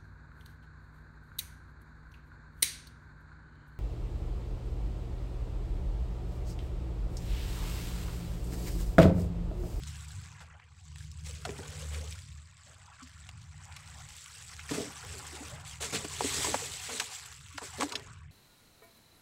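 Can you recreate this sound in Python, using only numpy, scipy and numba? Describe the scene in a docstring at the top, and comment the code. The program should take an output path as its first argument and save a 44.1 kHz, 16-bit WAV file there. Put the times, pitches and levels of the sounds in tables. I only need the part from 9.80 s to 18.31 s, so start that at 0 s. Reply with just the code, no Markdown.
"""Small waves on a boulder shore

Waves slap the stones as decaying bursts of noise and tone, with single air pockets and small spills as ringing bubbles.
Water gulps in the gaps through a moving resonance; trickles and foam are swarms of bubbles over coloured noise.
The boulders add a short, dense echo to all of the water but the foam.
A light breeze rumbles on the microphone as low noise, over ship engines humming far off as two low tones."""
import sys
import numpy as np
from scipy import signal
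from scipy.fft import irfft
from scipy.io import wavfile
from scipy.ndimage import uniform_filter1d
from numba import njit

SR = 44100
rng = np.random.default_rng(int(sys.argv[2]) if len(sys.argv) > 2 else 0)


def digitize_waveform(pressure):
    """Quantize a signal to 16-bit integers and store it at the path in sys.argv[1].

    Rows of a 2-D input are taken as channels; values are limited to [-1, 1].
    """
    field = np.atleast_2d(pressure).T
    bounded = np.clip(field, -1, 1)
    quanta = np.round(bounded * 32767).astype(np.int16)
    wavfile.write(sys.argv[1], SR, quanta)


N = 375291
TIME = np.arange(N) / SR


def gain_of(db):
    """Level law: 20 dB is a factor of ten in amplitude."""
    return 10 ** (np.asarray(db) / 20)


def evened(x):
    """Power normalisation: scales to rms 1."""
    return x / np.sqrt(np.mean(x ** 2) + 1e-20)


def curve(rows, index=1):
    """Linear interpolation: one column of a table, joined by straight lines in time."""
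    rows = np.asarray(rows)
    return np.interp(TIME, rows[:, 0], rows[:, index])


def add(mix, s, sound):
    """Superposition: sums a sound into the mix at time s."""
    part = mix[max(round(s * SR), 0):][:len(sound)]
    part += sound[:len(part)]


def played(rows, voice):
    """Superposition of events: every row of a table, sounded at its time."""
    out = np.zeros(N)
    for s, *event in rows:
        add(out, s, voice(*event))
    return out


def wander(per_s):
    """Random modulation: chance values, per_s a second, joined by straight lines, at rms 1."""
    knots = rng.standard_normal(4096)
    return evened(np.interp(TIME * per_s, np.arange(len(knots)), knots))


def coloured(x, colour, size=8192):
    """Minimum-phase filtering: shapes the spectrum without ringing ahead of a blow, at rms 1."""
    hz, db = np.transpose(colour)
    # the response falls by 50 dB towards points far beyond both ends
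    hz = np.r_[hz[0] / 6, hz, hz[-1] * 6]
    db = np.r_[db[0] - 50, db, db[-1] - 50]
    bins_hz = abs(np.fft.fftfreq(size, 1 / SR))
    shape_db = np.interp(np.log(bins_hz + 1), np.log(hz), db)
    # the Hilbert transform of the log gain gives the minimum phase
    log_response = np.conj(signal.hilbert(np.log(gain_of(shape_db))))
    response = np.exp(log_response)[:size // 2 + 1]
    return evened(signal.oaconvolve(x, irfft(response))[:len(x)])


def resonate(x, hz, width_hz):
    """Heterodyne resonance: shifts the moving pitch to zero, smooths, and shifts back, at rms 1."""
    turn = np.exp(2j * np.pi * np.cumsum(hz) / SR)
    r = np.exp(-np.pi * width_hz / SR)
    smoothed = signal.lfilter([1], [1, -2 * r, r * r], x / turn)
    return evened((turn * smoothed).real)


@njit
def ring_bubbles(count, births, steps, lives, sizes, rise):
    """Bubble oscillation: each air pocket rings, dies over its life, and rises in pitch near the surface."""
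    # steps: cycles per sample; lives: decay constants in samples; rise: share of the pitch per life
    out = np.zeros(count)
    for k in range(len(births)):
        swing = sizes[k] + 0j
        turn = np.exp(2j * np.pi * steps[k] - 1 / lives[k])
        quicken = np.exp(2j * np.pi * steps[k] * rise / lives[k])
        for i in range(min(int(4 * lives[k]), count - births[k])):
            # the first half cycle fades in
            out[births[k] + i] += swing.imag * min(2 * steps[k] * i, 1.)
            swing *= turn
            turn *= quicken
    return out


def bubbles(lo_hz, hi_hz, per_s, cycles, rise, spread_db):
    """Random births: a swarm with pitches even on a log scale, many bubbles faint and a few strong."""
    births = np.flatnonzero(rng.random(N) < per_s / SR)
    pitch, damping, chance = rng.random((N, 3), dtype=np.float32)[births].T.astype(float)
    hz = lo_hz * (hi_hz / lo_hz) ** pitch
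    lives = cycles * (.5 + damping) * SR / hz
    excess_db = spread_db * np.minimum(-np.log(1 - chance), 4)
    sizes = gain_of(excess_db) * np.sqrt(hz / lives)
    swarm = ring_bubbles(N, births, hz / SR, lives, sizes, float(rise))
    # a denser swarm gains in number but not in power
    return evened(swarm / np.sqrt(per_s))


def water(grains, colour, rush_db, flicker_db, flicker_per_s):
    """Dense superposition: bubbles over the noise of countless tiny ones, arriving in spurts."""
    mix = grains + gain_of(rush_db) * rng.standard_normal(N)
    spurts = gain_of(flicker_db * wander(flicker_per_s))
    return evened(coloured(mix, colour) * spurts)


def patchy(x, depth_db, size=512):
    """Time-frequency modulation: water finds ever new paths, so bands of its sound come and go."""
    z = signal.stft(x, nperseg=size)[2]
    field = uniform_filter1d(rng.standard_normal(z.shape), size=9, axis=0)
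    field = evened(uniform_filter1d(field, size=8, axis=1))
    return evened(signal.istft(z * gain_of(depth_db * field), nperseg=size)[1][:N])


def swells(events, rise_s, fall_db_per_s):
    """Power addition: each push of water rises, holds for its length, and drains away."""
    power = np.zeros(N)
    for start, length, level_db in events:
        age = TIME - start
        fall_db = fall_db_per_s * np.maximum(age - length, 0)
        power += (np.clip(age / rise_s, 0, 1) * gain_of(level_db - fall_db)) ** 2
    return power


# wind noise spectrum: (frequency [Hz], level per Hz [dB])
BREEZE_SPECTRUM = [(15, -30), (25, -14), (40, -13.5), (55, -12), (72, 0.5), (90, 4.5), (115, -3),
                   (150, -3.5), (180, -15), (230, -24), (320, -36), (600, -46.5)]
# slow level of the wind noise: (time [s], level [dB])
BREEZE_LEVEL = [(0.0, -42.5), (0.3, -54.5), (0.38, -39), (0.47, -50), (0.85, -60.5), (1.2, -48.5),
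                (2.0, -48), (2.5, -48), (2.8, -61.5), (3.02, -56), (3.15, -63.5), (3.55, -49.5),
                (4.05, -53.5), (4.25, -51), (4.4, -63), (4.94, -50), (5.16, -66), (5.28, -45), (5.58, -63),
                (5.75, -46), (5.9, -54), (6.64, -47), (7.35, -63), (7.67, -53), (7.82, -59), (7.97, -51),
                (8.1, -61.5), (8.3, -51)]


def breeze():
    """Wind noise: low noise evened over about 80 ms, so that the gusts alone set its slow level."""
    wind = coloured(rng.standard_normal(N), BREEZE_SPECTRUM)
    wind /= np.sqrt(uniform_filter1d(wind ** 2, size=3500))
    return gain_of(curve(BREEZE_LEVEL)) * wind


# partials of the engine hum: (frequency [Hz], relative level [dB])
HUM_PARTIALS = [(74.8, -4), (149.6, -12)]
# swelling and fading of the hum: (time [s], level [dB])
HUM_SWELL = [(0.0, -43.5), (0.5, -50), (0.85, -66), (1.2, -46), (2.25, -42), (3.05, -72), (3.6, -47.5),
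             (4.5, -59), (6.6, -47.5), (7.3, -69.5), (8.5, -56)]


def engine_hum():
    """Harmonic tones: two partials share a slow pitch drift, while each flutters in level."""
    drift = np.cumsum(.006 * wander(5)) / SR  # 0.6 % of the pitch, rms
    hum = np.zeros(N)
    for hz, db in HUM_PARTIALS:
        level = gain_of(db - 0.5 + 3.6 * wander(7.0))
        hum += level * np.sqrt(2) * np.sin(2 * np.pi * hz * (TIME + drift))
    return gain_of(curve(HUM_SWELL)) * hum


# small crests breaking into foam: (start [s], length [s], level [dB])
BREAKING_CRESTS = [(0.06, 0.025, -52), (1.16, 0.082, -60.5), (1.44, 0.052, -50.5), (4.88, 0.14, -46),
                   (5.85, 0.066, -51.5), (6.0, 0.045, -40), (6.12, 0.027, -38), (6.42, 0.14, -43),
                   (7.11, 0.036, -47), (7.3, 0.044, -45.5), (7.82, 0.056, -50), (7.96, 0.074, -48.5)]
CREST_RISE_S, CREST_FALL_DB_PER_S = 0.02, 188.5
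SWAY_DB, SWAY_PER_S = 0.5, 12  # ripples make a thin wash come and go


def with_crests(wash_db, crest_db):
    """Power addition of levels: the slow wash in dB with the breaking crests on top."""
    crests = swells(BREAKING_CRESTS, CREST_RISE_S, CREST_FALL_DB_PER_S)
    thin = 1 - gain_of(wash_db - wash_db.max())
    wash = gain_of(wash_db + SWAY_DB * thin * wander(SWAY_PER_S))
    return 10 * np.log10(wash ** 2 + gain_of(crest_db) ** 2 * crests)


def spatter(per_s, decay, spread_db):
    """Shot noise: falling drops at chance times, each a decaying pulse (decay in s) of one envelope."""
    excess_db = spread_db * np.minimum(rng.exponential(1, N), 2.5)
    drops = (rng.random(N) < per_s / SR) * gain_of(excess_db)
    return evened(signal.lfilter([1], [1, -np.exp(-1 / (decay * SR))], drops))


DRIPS_PER_S, DRIPS_DB = 26, -7  # level relative to thin foam


def drips():
    """Impact noise: single drops land on wet stone, each a dry tick over the whole treble."""
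    excess_db = 4 * np.minimum(rng.exponential(1, N), 2.6)
    landings = (rng.random(N) < DRIPS_PER_S / SR) * gain_of(excess_db)
    burst = signal.lfilter([1], [1, -np.exp(-1 / (.0005 * SR))], landings)  # 0.5 ms decay
    return coloured(burst * rng.standard_normal(N), FOAM_SPECTRUM)


# slow wash of the swell over the stones: (time [s], foam level [dB], trickle level [dB])
SWELL_WASH = [(0.0, -57, -66), (0.2, -53.5, -58.5), (0.55, -61, -60.5), (0.8, -74, -60), (0.93, -69.5, -71),
              (1.08, -63.5, -69), (1.38, -60.5, -67.5), (1.75, -53.5, -55.5), (2.15, -49.5, -55),
              (2.47, -58.5, -66), (2.78, -66, -66), (2.88, -58.5, -64.5), (3.08, -65.5, -60),
              (3.28, -60, -61.5), (3.58, -62.5, -66), (3.95, -59, -57), (4.45, -53.5, -59.5),
              (4.7, -53.5, -56.5), (5.25, -49.5, -54), (5.7, -51.5, -53), (5.96, -62, -58),
              (6.3, -45, -55.5), (6.63, -34, -45.5), (6.9, -43.5, -53.5), (7.19, -41, -50.5),
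              (7.26, -49, -56.5), (7.48, -52.5, -55.5), (7.62, -58, -63), (8.05, -51.5, -50.5),
              (8.25, -59, -57), (8.5, -78, -67)]
# foam spectrum: (frequency [Hz], level per Hz [dB])
FOAM_SPECTRUM = [(1200, -5.5), (2400, -3), (3400, -2), (5000, -3), (6700, -2.5), (7900, 2.5), (8700, -5),
                 (10000, -10.5), (13000, -19), (16000, -15)]


def foam():
    """Bubble bursting: separate ticks when thin, a bright dense hiss as a wave breaks."""
    level_db = with_crests(curve(SWELL_WASH), crest_db=2.5)
    surge = gain_of(level_db - level_db.max())
    ticks = bubbles(1800, 14000, per_s=1400 + 14000 * surge, cycles=4, rise=.01, spread_db=3)
    fizz = water(ticks, FOAM_SPECTRUM, rush_db=-3, flicker_db=1.1, flicker_per_s=70)
    # single drops stand out only while the foam is thin
    share = 0.3 * (1 - surge) ** 2
    fizz *= np.sqrt(1 - share + share * spatter(per_s=64, decay=0.006, spread_db=2.5) ** 2)
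    fizz = patchy(fizz + gain_of(DRIPS_DB) * (1 - surge) ** 4 * drips(), depth_db=1.6)
    # the top treble above 8.7 kHz dulls as the level falls
    below_top = signal.sosfiltfilt(signal.butter(12, 8700, fs=SR, output="sos"), fizz)
    top_gain = np.clip((level_db + 67) / 12.5, .35, 1)
    return gain_of(level_db + 1.23) * (below_top + top_gain * (fizz - below_top))


# trickle spectrum: (frequency [Hz], level per Hz [dB])
TRICKLE_SPECTRUM = [(400, -23.5), (600, -9.5), (750, 7), (1100, 6.5), (1600, 5.5), (2300, 1.5), (3200, -5),
                    (5000, -37.5)]
RUNOFF_DB = -9  # crests in the trickle, relative to their table


def trickle():
    """Bubble entrainment: runoff plinks with more bubbles, and larger ones, as the flow grows."""
    level_db = with_crests(curve(SWELL_WASH, index=2), crest_db=RUNOFF_DB)
    flow = gain_of(level_db - level_db.max())
    plinks = bubbles(620, 3800, per_s=260 + 4500 * flow, cycles=7, rise=.04, spread_db=2.7)
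    run = water(plinks, TRICKLE_SPECTRUM, rush_db=-8, flicker_db=1.3, flicker_per_s=30)
    run = patchy(run, depth_db=1.5)
    large = signal.sosfiltfilt(signal.butter(6, 950, fs=SR, output="sos"), run)
    # a weak flow traps few large bubbles
    lacking = np.clip(0.85 - 2.4 * flow + 0.29 * wander(4.9), 0, .93)
    return gain_of(level_db - 0.16) * (run - lacking * large)


# gurgle spectrum: (frequency [Hz], level per Hz [dB])
GURGLE_SPECTRUM = [(130, -5), (230, 2), (350, -7), (480, -1), (680, 0), (950, -54.5)]
# the gap that the water fills: (time [s], pitch of its air [Hz])
GAP_PITCH = [(1.5, 470), (1.7, 386), (1.95, 506), (2.3, 485), (2.6, 630), (3.6, 660), (4.8, 454),
             (5.62, 342), (5.74, 630), (6.15, 417), (6.77, 356), (7.1, 458), (8.05, 397)]
# water filling a gap between boulders: (start [s], length [s], level [dB])
GAP_GULPS = [(1.46, 0.22, -65.5), (1.66, 0.046, -48.5), (1.8, 0.25, -57), (2.11, 0.13, -54),
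             (2.86, 0.057, -66), (4.9, 0.11, -44.5), (5.24, 0.45, -58.5), (5.72, 0.072, -60.5),
             (6.02, 0.041, -48.5), (6.13, 0.029, -44), (6.2, 0.2, -62), (6.41, 0.2, -48),
             (6.64, 0.11, -43.5), (6.83, 0.093, -57.5), (7.08, 0.097, -48.5), (7.982, 0.03, -40),
             (8.11, 0.048, -48)]
GULP_RISE_S, GULP_FALL_DB_PER_S = 0.0034, 151
SLOSH_DB = -19.5  # gurgle between gulps, relative to the slow trickle wash


def gurgle():
    """Cavity resonance: large air pockets gulp between the boulders, and the gap that holds them rings."""
    pockets = bubbles(200, 750, per_s=700, cycles=6, rise=.04, spread_db=1.3)
    churn = water(pockets, GURGLE_SPECTRUM, rush_db=-4, flicker_db=1.0, flicker_per_s=25)
    hollow = evened(resonate(churn, curve(GAP_PITCH), width_hz=172) + 1.32 * churn)
    slosh = gain_of(curve(SWELL_WASH, index=2) + SLOSH_DB)
    gulps = swells(GAP_GULPS, GULP_RISE_S, GULP_FALL_DB_PER_S)
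    return np.sqrt(slosh ** 2 + gulps) * hollow


# small spills over single stones: (start [s], length [s], level [dB], pitch [Hz])
STONE_SPILLS = [(0.6, 0.049, -65, 786), (0.73, 0.038, -64, 790), (3.185, 0.04, -55.5, 1330),
                (3.84, 0.1, -60.5, 877), (4.14, 0.073, -63.5, 764), (5.595, 0.044, -55.5, 706),
                (7.2, 0.02, -43, 960), (7.808, 0.024, -49, 930), (8.11, 0.031, -45, 1100)]
SPILL_SCATTER, SPILL_CYCLES = 0.151, 7  # spread of the bubbles' log pitch, and their life in cycles


def spill(length, level_db, hz, count=36):
    """Bubble train: a tongue of water tips over a stone in a short run of bubbles of about one size."""
    chance, scatter = rng.random((2, count)), rng.standard_normal(count)
    place = (np.arange(count) + chance[0]) / count
    births = (place * min(length, .25) * SR).astype(int)
    steps = hz * np.exp(SPILL_SCATTER * scatter) / SR
    sizes = np.sin(np.pi * place) ** .5 * (.5 + chance[1])
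    run = ring_bubbles(SR // 2, births, steps, SPILL_CYCLES / steps, sizes, .04)
    # the level holds over the spill's own length
    return gain_of(level_db) * evened(run) * np.sqrt(length * SR / len(run))


# single large air pockets: (time [s], ring time [s], level [dB], pitch [Hz])
AIR_POCKETS = [(1.492, 0.0057, -55.5, 472), (1.651, 0.0048, -37, 715), (3.081, 0.0025, -52, 995),
               (3.22, .011, -51, 251), (5.234, 0.0077, -55.5, 450), (5.333, 0.014, -53, 364),
               (5.528, 0.009, -46.5, 343), (5.604, 0.011, -46, 275), (6.441, 0.0084, -35.5, 276),
               (6.681, 0.0073, -35, 328), (6.818, 0.0072, -43.5, 467), (7.742, 0.013, -54, 293),
               (8.026, 0.011, -35, 293)]
PLOP_RISE, PLOP_WOBBLE = 0.03, 0.094  # shares of the pitch


def plop(ring_s, level_db, hz):
    """Damped oscillation: one large air pocket swells softly, wobbles and dies, rising a little in pitch."""
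    t = np.arange(8192) / SR
    age = t / max(ring_s, .001)
    wobble = np.interp(age, np.arange(256), rng.standard_normal(256))
    pitch = hz * (1 + PLOP_RISE * np.tanh((age - 1) / 2) + PLOP_WOBBLE * wobble)
    swell = age * np.exp(1 - age)
    return gain_of(level_db) * np.sqrt(2) * swell * np.sin(2 * np.pi * np.cumsum(pitch) / SR)


# water striking stone, the spray relative to the level:
# (time [s], length [s], level [dB], pitch of the trapped air [Hz], spray [dB])
STONE_SLAPS = [(0.035, 0.0018, -45, 3430, 0), (0.603, 0.024, -53.5, 1430, -3.5),
               (0.798, 0.0032, -52, 1790, -26.5), (1.158, 0.0031, -51, 1850, 0),
               (1.315, 0.0016, -56.5, 5300, 7), (1.651, 0.0073, -40.5, 1310, 0.5),
               (1.651, 0.0017, -35.5, 4300, -12), (1.668, 0.013, -45, 507, -15),
               (1.69, 0.006, -35.5, 420, -25), (1.691, 0.003, -40.5, 2400, -19),
               (1.788, 0.0095, -41.5, 385, -21), (2.145, 0.004, -46.5, 2250, 2),
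               (3.49, 0.0025, -45.5, 1750, 1.5), (3.963, 0.0057, -46.5, 2250, -0.5),
               (4.792, 0.0056, -42, 2260, -28), (4.891, 0.0038, -37.5, 2220, -29),
               (4.909, 0.011, -30, 326, -10), (4.934, 0.028, -41, 182, 1.5), (4.976, 0.014, -34, 314, -11),
               (4.999, 0.018, -38, 240, -10), (5.04, 0.04, -47.5, 263, -4), (5.451, 0.002, -47, 1010, 1),
               (6.004, 0.04, -47.5, 764, 2), (6.123, 0.039, -39.5, 236, 0), (6.148, 0.021, -38, 2630, -0.5),
               (6.245, 0.0081, -36, 396, -4), (6.407, 0.0031, -24, 940, -33),
               (6.418, 0.0048, -35, 467, -26), (6.442, 0.0087, -33, 467, -17),
               (6.644, 0.0086, -33.5, 990, -3), (6.67, 0.0037, -33, 720, -8), (6.684, 0.014, -42, 510, -3),
               (6.742, 0.0055, -23.5, 970, -10.5), (6.747, 0.009, -37.5, 466, -9),
               (7.092, 0.014, -43.5, 880, -2), (7.198, 0.0056, -30.5, 2240, 2),
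               (7.777, 0.0063, -42.5, 2910, -1), (7.781, 0.0027, -32, 1380, -10),
               (7.815, 0.028, -48, 480, -3), (8.0, 0.0061, -38, 600, -4), (8.008, 0.0037, -31, 1080, 2),
               (8.019, 0.006, -28, 1150, -11), (8.029, 0.0041, -28.5, 860, -5),
               (8.121, 0.0051, -40.5, 2870, 3.5), (8.154, 0.0042, -28, 4000, -30)]


def slap(length, level_db, hz, spray_db):
    """Impact excitation: a sheet of water hits stone, the trapped air rings and collapses, and spray flies."""
    t = np.arange(8192) / SR
    length = max(length, .002)
    attack = 1 - np.exp(-t / (0.05 * length))
    collapse = np.exp(-np.maximum(t - 0.64 * length, 0) / (0.68 * length))
    blow = attack * collapse
    churn, drops = rng.standard_normal((2, len(t))) * blow
    # both spectra: (frequency [Hz], level per Hz [dB])
    pocket = [(hz / 4, -30), (hz * 0.43, -7), (hz, 0), (hz * 1.21, -6), (min(hz * 4, 10500), -27)]
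    spray_colour = [(hz / 2, -20), (min(hz * 1.46, 6000), 0), (6500, -7), (7800, -4), (10000, -15), (16000, -28)]
    ring = np.sin(2 * np.pi * hz * t) * blow
    # long slaps are mostly churn
    clean = 0.35 * np.exp(-length / 0.028)
    body = evened(coloured(churn, pocket) + clean * evened(ring))
    spray = coloured(drops, spray_colour)
    return gain_of(level_db + 0.06) * np.sqrt(length / t[-1]) * (body + gain_of(spray_db) * spray)


def rocks(x, t60, wet_db):
    """Diffuse reflection: nearby boulders scatter a dense echo that falls 60 dB in t60 seconds."""
    t = np.arange(SR // 4) / SR
    tail = rng.standard_normal(len(t)) * gain_of(-60 * t / t60)
    tail *= t > .003  # the first echo arrives after 3 ms
    return x + gain_of(wet_db) * signal.oaconvolve(x, tail / np.linalg.norm(tail))[:N]


def scene():
    """Superposition: the water among the rocks, over breeze and hum."""
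    rumble = breeze() + engine_hum()
    splashes = played(STONE_SPILLS, spill) + played(AIR_POCKETS, plop) + played(STONE_SLAPS, slap)
    shore = rocks(splashes + trickle() + gurgle(), t60=0.047, wet_db=-9.5) + foam()
    return (shore + rumble)[None]


EDGE_HZ = 15750


def record(dry):
    """Band limiting: the recorder's linear-phase low-pass."""
    low_pass = signal.firwin(511, EDGE_HZ, window=("kaiser", 9), fs=SR)
    return signal.oaconvolve(dry, low_pass[None], "same")


dry = scene()
out = record(dry)
digitize_waveform(out)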